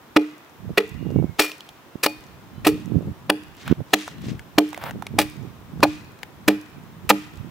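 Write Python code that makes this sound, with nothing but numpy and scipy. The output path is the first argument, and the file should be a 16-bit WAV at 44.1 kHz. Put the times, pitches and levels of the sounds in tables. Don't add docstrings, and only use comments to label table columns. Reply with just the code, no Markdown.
import sys
import numpy as np
from scipy import signal
from scipy.fft import rfft, irfft, next_fast_len
from scipy.io import wavfile

SR = 44100
rng = np.random.default_rng(int(sys.argv[2]) if len(sys.argv) > 2 else 0)


def persist_wave(psi):
    counts = np.round(np.clip(psi, -1, 1) * 32767).astype(np.int16)
    wavfile.write(sys.argv[1], SR, np.atleast_2d(counts).T)


N = 330750
TIME = np.arange(N) / SR

# stroke_s, level_db, bite_scale_s, chip_hz, knock_db and treble_db (rel. crack),
# log ring deep_db, main_db, middle_db, upper_db, bark shower_db
STROKES = [(0.167, -8, 0.003, 1300, -11, -6, -35, -9.5, -19, -30.5, -54.5),
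           (0.78, -9, 0.0029, 2020, -18.5, 0, -32.5, -26.5, -13.5, -35, -55),
           (1.396, -8, 0.0034, 1570, -14, 9, -43, -20, -21, -28.5, -48),
           (2.064, -10, 0.0025, 4700, -33, 1.5, -43, -25, -36, -32, -70),
           (2.671, -12.5, 0.0044, 720, -1, 10.5, -30.5, -10.5, -15, -37, -53),
           (3.3003, -8, 0.002, 1500, -11.5, 3.5, -31.5, -17.5, -24.5, -31.5, -66),
           (3.9377, -6.5, 0.0027, 3960, -7, 4, -32.5, -19.5, -28.5, -36, -40),
           (4.585, -6.5, 0.0018, 620, -8, 7.5, -32, -9.5, -20, -29.5, -51.5),
           (5.1902, -8.5, 0.0019, 2480, -8, 8.5, -30, -18, -28.5, -27, -51),
           (5.8352, -9, 0.004, 4200, 2, 4.5, -40, -12.5, -31, -27.5, -46.5),
           (6.484, -7.5, 0.0025, 1570, -11, 6, -23, -11, -20.5, -27.5, -61),
           (7.106, -4.5, .0031, 800, -6, -16, -22, -14.5, -25.5, -26.5, -49.5)]


def undb(db):
    return 10 ** (np.asarray(db) / 20)


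def unit(x):
    return x / np.sqrt(np.mean(x ** 2))


def add(track, s, sound):
    i = max(int(s * SR), 0)
    track[..., i:i + sound.shape[-1]] += sound[..., :N - i]


def pan(x, db):
    return x * undb(np.array([[db], [-db]]) / 2)


def colour(x, points):
    size = 2 * next_fast_len(x.shape[-1] // 2 + 1024)
    hz, db = np.transpose(points)
    bin_hz = np.arange(size // 2 + 1) * SR / size
    gain_db = np.interp(np.log(bin_hz + 1), np.log(hz), db)
    cepstrum = irfft(np.log(undb(gain_db)))
    cepstrum[1:size // 2] *= 2
    cepstrum[size // 2 + 1:] = 0
    return irfft(rfft(x, size) * np.exp(rfft(cepstrum)))[..., :x.shape[-1]]


def band(x, hz, q):
    top_hz = SR / 3
    b, a = signal.iirpeak(min(hz, top_hz), max(q, hz / top_hz), fs=SR)
    return signal.lfilter(b, a, x)


def walk(rate_hz):
    knots = rng.standard_normal(int(N / SR * rate_hz) + 2)
    return np.interp(TIME * rate_hz, np.arange(len(knots)), knots)


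def burst(noise, shape):
    shaped = noise * shape
    return shaped * np.linalg.norm(shape) / np.linalg.norm(shaped)


def grains(size, spread_db):
    block_db = spread_db * np.clip(rng.standard_normal(size // 16 + 1), -2, 2)
    strength = np.repeat(undb(block_db), 16)[:size]
    return unit(rng.standard_normal(size) * strength)


def ring(modes, t, onset_s):
    hz, db, t60_s = np.transpose(modes)[:, :, None]
    hz = hz * (1 + 0.0038 * rng.standard_normal(hz.shape))
    phase = 2 * np.pi * (hz * t + rng.random(hz.shape))
    return undb(db - 60 * t / t60_s) * np.sin(phase) * np.minimum(t / onset_s, 1) ** 2


def woodland():
    # hz, gain_db
    air_gain = [(25, -40), (90, -8.5), (350, 1.5), (550, -1), (1000, 4), (2000, -2), (4000, -8),
                (8000, -15.5), (12000, -19), (16000, -18)]
    noise = rng.standard_normal((3, N))
    shared = colour(noise[2], [(300, 7.5), (1400, -2.5), (4000, -13)])
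    leaves = unit(colour(noise[:2] + shared, air_gain))
    air = undb(-49.5) * leaves * undb(0.057 * walk(2.5))
    hum = undb(-68.0) * unit(band(band(noise[2], 147.2, 40), 147.2, 40))
    return air + hum


def whine():
    hz, level_db, pan_db = SR / 3, -77, -3
    hiss = band(band(rng.standard_normal(N), hz, 35), hz, 35)
    return pan(undb(level_db) * unit(hiss), pan_db)


def birds():
    # start_s, end_s, first_hz, last_hz, level_db
    whistles = [(.93, 1.23, 2870, 2770, -57.5), (1.098, 1.44, 2270, 2120, -59),
                (1.903, 2.043, 2720, 2760, -65), (2.52, 2.633, 3050, 3060, -63),
                (2.526, 2.633, 4030, 4020, -62)]
    flutter_db = 3
    out = np.zeros(N)
    for start, end, first_hz, last_hz, db in whistles:
        size = int((end - start) * SR)
        hz = np.linspace(first_hz, last_hz, size) * (1 + .005 * walk(83)[:size])
        tone = np.sin(2 * np.pi * np.cumsum(hz) / SR)
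        level = undb(db + flutter_db * walk(46)[:size])
        add(out, start, level * signal.windows.tukey(size, .5) * tone)
    return out


def swell(peak_s, rise_s):
    fall_share = 0.43
    u = (TIME - peak_s) / rise_s
    u = np.where(u < 0, u, u / fall_share)
    return np.exp(-np.minimum(abs(u), 10) ** 1.38)


def airflow():
    # peak_s, rise_s, level_db, left_minus_right_db
    gust_list = [(0.702, .06, -29, -6.5), (1.198, 0.14, -22, -13.5), (2.75, 0.15, -30, -2),
                 (2.971, 0.086, -26, -18), (3.091, 0.058, -23.5, 0), (3.712, 0.041, -23.5, -4),
                 (3.809, 0.022, -22, -2), (4.309, .11, -24.5, 5), (4.97, 0.081, -30, -3),
                 (5.45, 0.1, -37, -14.5), (5.83, 0.086, -28.5, -2), (6.78, 0.033, -43.5, -22),
                 (7.46, 0.073, -36.5, -11.5)]
    # time_s, level_db
    breeze_levels = [(0, -57), (1.55, -67), (2.4, -48.5), (3.2, -48.5), (4, -57.5), (5, -43.5), (7.5, -49)]
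    wander_db, pan_db = 4, -1.5
    swing_db, swing_lead_s, swing_rise_s = 7.5, 0.011, 0.1
    breeze = undb(np.interp(TIME, *np.transpose(breeze_levels)) + wander_db * walk(6))
    stir = sum(swell(s - swing_lead_s, swing_rise_s) for s, *_ in STROKES)
    swings = breeze * undb(swing_db) * stir
    gust_power = sum(pan(undb(db) * swell(s, rise), side_db) ** 2 for s, rise, db, side_db in gust_list)
    return np.sqrt(pan(breeze, pan_db) ** 2 + swings ** 2 + gust_power)


def eddy(hz):
    u = (np.pi * hz * np.arange(-SR // 50, SR // 50) / SR) ** 2
    return (2 * u - 1) * np.exp(-u)


def wind(rumble_db=-7, eddy_db=0, eddy_hz=150, count=800):
    # centre_s, level_db, core_hz
    thumps = [(1.161, -11.5, 190), (1.189, -17, 258), (1.244, -16, 192), (1.957, -27, 219),
              (2.968, -14.5, 131), (3.714, -10, 200), (3.726, -8, 256)]
    # hz, gain_db
    rumble_gain = [(20, -24), (50, -22), (100, -1), (150, -1), (230, -6), (350, -17), (500, -36.5),
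                   (900, -62)]
    speedup_from_db, speedup_to_db, thump_pan_db = -39.5, -24, -15.5
    half_s = 1 / 50
    ports = airflow()
    gust_db = 20 * np.log10(ports.mean(0))
    buffets = np.zeros((2, N))
    for k, (when, size, speed, side) in enumerate(rng.standard_normal((count, 4))):
        i = int(np.clip((k + 0.315 * when) * N / count, 0, N - 1))
        excess_db = max(min(gust_db[i], speedup_to_db) - speedup_from_db, 0)
        hz = eddy_hz * 2 ** (0.52 * speed + excess_db / 22)
        small = np.roll(eddy(2.2 * hz), int(.3 * when * SR / hz))
        swirl = eddy(hz) - undb(-13) * small
        strength = undb(3 * np.clip(size, -2, 1.5))
        balance = 1 + .6 * side * np.array([[1], [-1]])
        add(buffets, i / SR - half_s, swirl * strength * balance)
    rumble = unit(colour(rng.standard_normal((2, N)), rumble_gain))
    out = ports * (undb(eddy_db) * buffets + undb(rumble_db) * rumble)
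    for at, db, hz in thumps:
        thump = eddy(hz) + undb(-11) * eddy(2.3 * hz)
        add(out, at - half_s, pan(undb(db) * thump, thump_pan_db))
    return out


def rustle(half_s, hz, spread_db, patchy_db, grit):
    u = np.linspace(-2, 2, int(4 * half_s * SR))
    crunch = np.array([grains(len(u), spread_db) for _ in range(3)])
    crunch = crunch[2] + .8 * crunch[:2]
    crunch = crunch * undb(patchy_db * walk(130)[:len(u)])
    leaves = band(band(crunch, hz, 0.53), hz, 0.53)
    return unit(leaves + grit * crunch) * np.exp(-u ** 2)


def crumbs(count=70, crumb_db=-47):
    out, t = np.zeros((2, N)), np.arange(SR // 50) / SR
    for k, (flight, size, pitch, side) in enumerate(rng.random((count, 4))):
        click = band(rng.standard_normal(len(t)), 2000 * 4 ** pitch, 1.2)
        crumb = burst(click, np.exp(-t / .0015))
        landing_s = STROKES[k % len(STROKES)][0] + .03 + .33 * flight ** 1.5
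        level = undb(crumb_db + 10 * size - 8 * flight)
        add(out, landing_s, pan(level * crumb, 12 * side - 6))
    return out


def litter():
    # start_s, level_db, pitch_hz, left_minus_right_db
    tick_list = [(1.517, -25, 2730, -1), (1.606, -30, 3300, -1), (1.69, -32.5, 3180, -1),
                 (3.678, -21, 1130, -2), (4.078, -22, 950, 1), (4.394, -30, 1590, 1), (4.73, -30, 960, -18),
                 (4.745, -25.5, 1970, -3), (4.776, -25.5, 750, -11), (4.838, -20.5, 940, 0),
                 (4.909, -25, 1570, 4), (5.023, -22.5, 850, -11), (5.067, -23, 2230, 0),
                 (5.805, -32, 1080, 5), (6.231, -23.5, 1860, 8.5)]
    # middle_s, half_length_s, level_db, pitch_hz
    boot_steps = [(3.616, .035, -45.5, 2340), (3.694, .04, -36.5, 1450), (4.282, 0.056, -43, 2360),
                  (4.76, .035, -41.5, 1000), (4.858, 0.045, -30.5, 930)]
    ground_hz, ground_db = 770, 2.5
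    shower_delay_s, shower_half_s, shower_hz = 0.081, 0.086, 2780
    out, t = np.zeros((2, N)), np.arange(SR // 16) / SR
    tick_shape = np.minimum(t / 0.00012, 1) * np.exp(-t / 0.0023)
    for s, db, hz, pan_db in tick_list:
        snap = rng.standard_normal(len(t))
        body = band(snap, hz, 6) + undb(ground_db) * band(snap, ground_hz, 6) + 0.0035 * snap
        add(out, s, pan(undb(db) * burst(body, tick_shape), pan_db))
    for s, half_s, db, hz in boot_steps:
        add(out, s - 2 * half_s, undb(db) * rustle(half_s, hz, spread_db=3.5, patchy_db=3.5, grit=0.067))
    for s, *_, shower_db in STROKES:
        shower = rustle(shower_half_s, shower_hz, spread_db=6.0, patchy_db=1.5, grit=0.05)
        add(out, s + shower_delay_s - 2 * shower_half_s, undb(shower_db) * shower)
    return out


def trees(x, echo_db=-21, t60_low_s=0.99, t60_high_s=0.3):
    # hz, gain_db
    tree_gain = [(100, -9), (400, -31), (900, -15), (1600, -1.5), (3500, -1), (7000, 1.5), (15000, 0.5)]
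    t = np.arange(SR) / SR
    lowpass = signal.butter(1, 2500, fs=SR, output="sos")
    out = []
    for _ in range(2):
        scatter = grains(SR, spread_db=6) * np.minimum(t / .025, 1)
        low = signal.sosfilt(lowpass, scatter)
        echo = low * undb(-60 * t / t60_low_s) + (scatter - low) * undb(-60 * t / t60_high_s)
        echo = colour(echo / np.linalg.norm(echo), tree_gain)
        out.append(signal.fftconvolve(x, echo)[:N])
    return undb(echo_db) * np.array(out)


def bounce(x, bounce_db=-15, left_s=0.0042, right_s=0.0018):
    bright = colour(x, [(400, -17.5), (2000, 7.5), (15000, 8.5)])
    return undb(bounce_db) * np.array([np.interp(TIME - lag_s, TIME, bright) for lag_s in (left_s, right_s)])


def blade():
    # hz, level_db, t60_s
    steel_modes = [(2436, 0, .27), (2505, -9, .25), (4450, -6, .23), (4560, -14, .15), (5502, -10, .23),
                   (9590, -23, .2)]
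    # start_s, low_db, middle_db, high_db
    glances = [(.167, -38, -45, -47), (1.397, -19, -18.5, -18), (2.066, -31, -29, -42),
               (2.672, -37, -30, -40), (5.191, -37, -40, -43)]
    out, t = np.zeros(N), np.arange(SR // 2) / SR
    steel_hz = np.array(steel_modes)[:, 0]
    for s, *levels_db in glances:
        reach_db = np.interp(steel_hz, [2600, 4400, 4600, 5400], np.repeat(levels_db, [1, 2, 1]))
        add(out, s, undb(reach_db) @ ring(steel_modes, t, onset_s=0.016))
    return out


def fibres(size, treble_db, spread_db):
    # hz, gain_db
    fibre_gain = [(150, -26.5), (400, 2.5), (900, -7.5), (1280, 2), (1550, -6), (1950, 2), (2150, -5.5),
                  (2500, 3), (3200, -7.5), (4400, -8), (6500, -19.5), (10000, -21.5), (15500, -27)]
    snaps = unit(colour(grains(size, spread_db), fibre_gain))
    return colour(snaps, [(2500, 0.009), (8000, treble_db)])


def splits(rise_s=0.0052):
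    # crest_s, level_db, fade_s, treble_db
    tears = [(0.784, -24, 0.019, -4), (1.4, -17.5, 0.03, 10.5), (2.033, -13, 0.014, 11.5),
             (2.65, -20.5, 0.019, 0), (2.678, -24.5, 0.012, 16), (5.197, -17.5, 0.015, 8.5),
             (6.488, -28, 0.023, 0), (7.095, -9.5, 0.0072, 13.5)]
    out, t = np.zeros(N), np.arange(SR // 4) / SR
    for s, db, fade_s, treble_db in tears:
        shape = np.minimum(t / rise_s, 1) ** 2 * np.exp(-np.maximum(t - rise_s, 0) / fade_s)
        fits = undb(3.9 * walk(258)[:len(t)])
        add(out, s - .005, undb(db) * burst(fits * fibres(len(t), treble_db, spread_db=5.0), shape))
    return out


def chops(ring_lead_s=0.006255, bark_db=-14, bark_lead_s=0.00707):
    # hz, level_db, t60_s
    log_modes = [(202.3, 4, 0.23), (304, 1.5, 0.28), (321, -6.5, 0.15), (404.4, 2, 0.16), (437, -0.5, 0.21),
                 (459, -4, 0.2), (566.5, 8.5, 0.13), (696, 2, 0.15), (843, 10, 0.11), (1207, -1, 0.078)]
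    chip_gain_db, chip_q = 2, 11.8
    early_s = .02
    out, t = np.zeros(N), np.arange(SR // 2) / SR
    u = t - early_s
    contact = np.clip((u + bark_lead_s) / 0.00067, 0, 1)
    creak = undb(-39) * (u > 0) * np.exp(-abs(u) / 0.01)
    log_hz = np.array(log_modes)[:, 0]
    for s, db, bite_s, chip_hz, knock_db, treble_db, deep_db, main_db, middle_db, upper_db, _ in STROKES:
        force = 1 / np.cosh(np.clip(u / (bite_s * np.where(u < 0, .58, .8)), -50, 50))
        crack = burst(fibres(len(t), treble_db, spread_db=8.0), force + creak)
        crack = crack + undb(chip_gain_db) * band(crack, chip_hz, chip_q)
        crunch = band(grains(len(t), spread_db=41.5), 740, 0.64)
        bark = burst(crunch, contact * np.exp(-(u / 0.0043) ** 2))
        thud = band(band(rng.standard_normal(len(t)), 734, 2.06), 734, 2.06)
        knock = burst(thud, contact * np.exp(-abs(u) / 0.0078))
        add(out, s - early_s, undb(db) * (crack + undb(bark_db) * bark + undb(knock_db) * knock))
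        reach_db = np.interp(log_hz, [220, 280, 330, 400, 480, 550],
                             [deep_db, main_db, main_db, middle_db, middle_db, upper_db])
        add(out, s - ring_lead_s, undb(reach_db) @ ring(log_modes, t, onset_s=0.0038))
    return out


def scene():
    axe = chops() + splits() + blade()
    ground = litter() + crumbs()
    echoes = bounce(axe) + trees(axe + ground.mean(0))
    return axe + ground + echoes + wind() + birds() + woodland() + whine()


def record(dry):
    # hz, gain_db
    port_gain = [(100, 4), (500, 1), (850, -0.5), (2000, -1.5), (2800, -1), (3600, 2), (4400, -5.5),
                 (5500, 0.5), (9000, -1), (11000, 2.5), (12700, 6), (15500, 7)]
    low_cut_hz, top_hz = 37, 15750
    ports = np.array([dry[0], colour(dry[1], port_gain)])
    rounded = ports / (1 + ports ** 6) ** (1 / 6)
    lean = signal.sosfilt(signal.butter(2, low_cut_hz, "high", fs=SR, output="sos"), rounded)
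    return signal.sosfilt(signal.ellip(10, .2, 70, top_hz, fs=SR, output="sos"), lean)


dry = scene()
out = record(dry)
persist_wave(out)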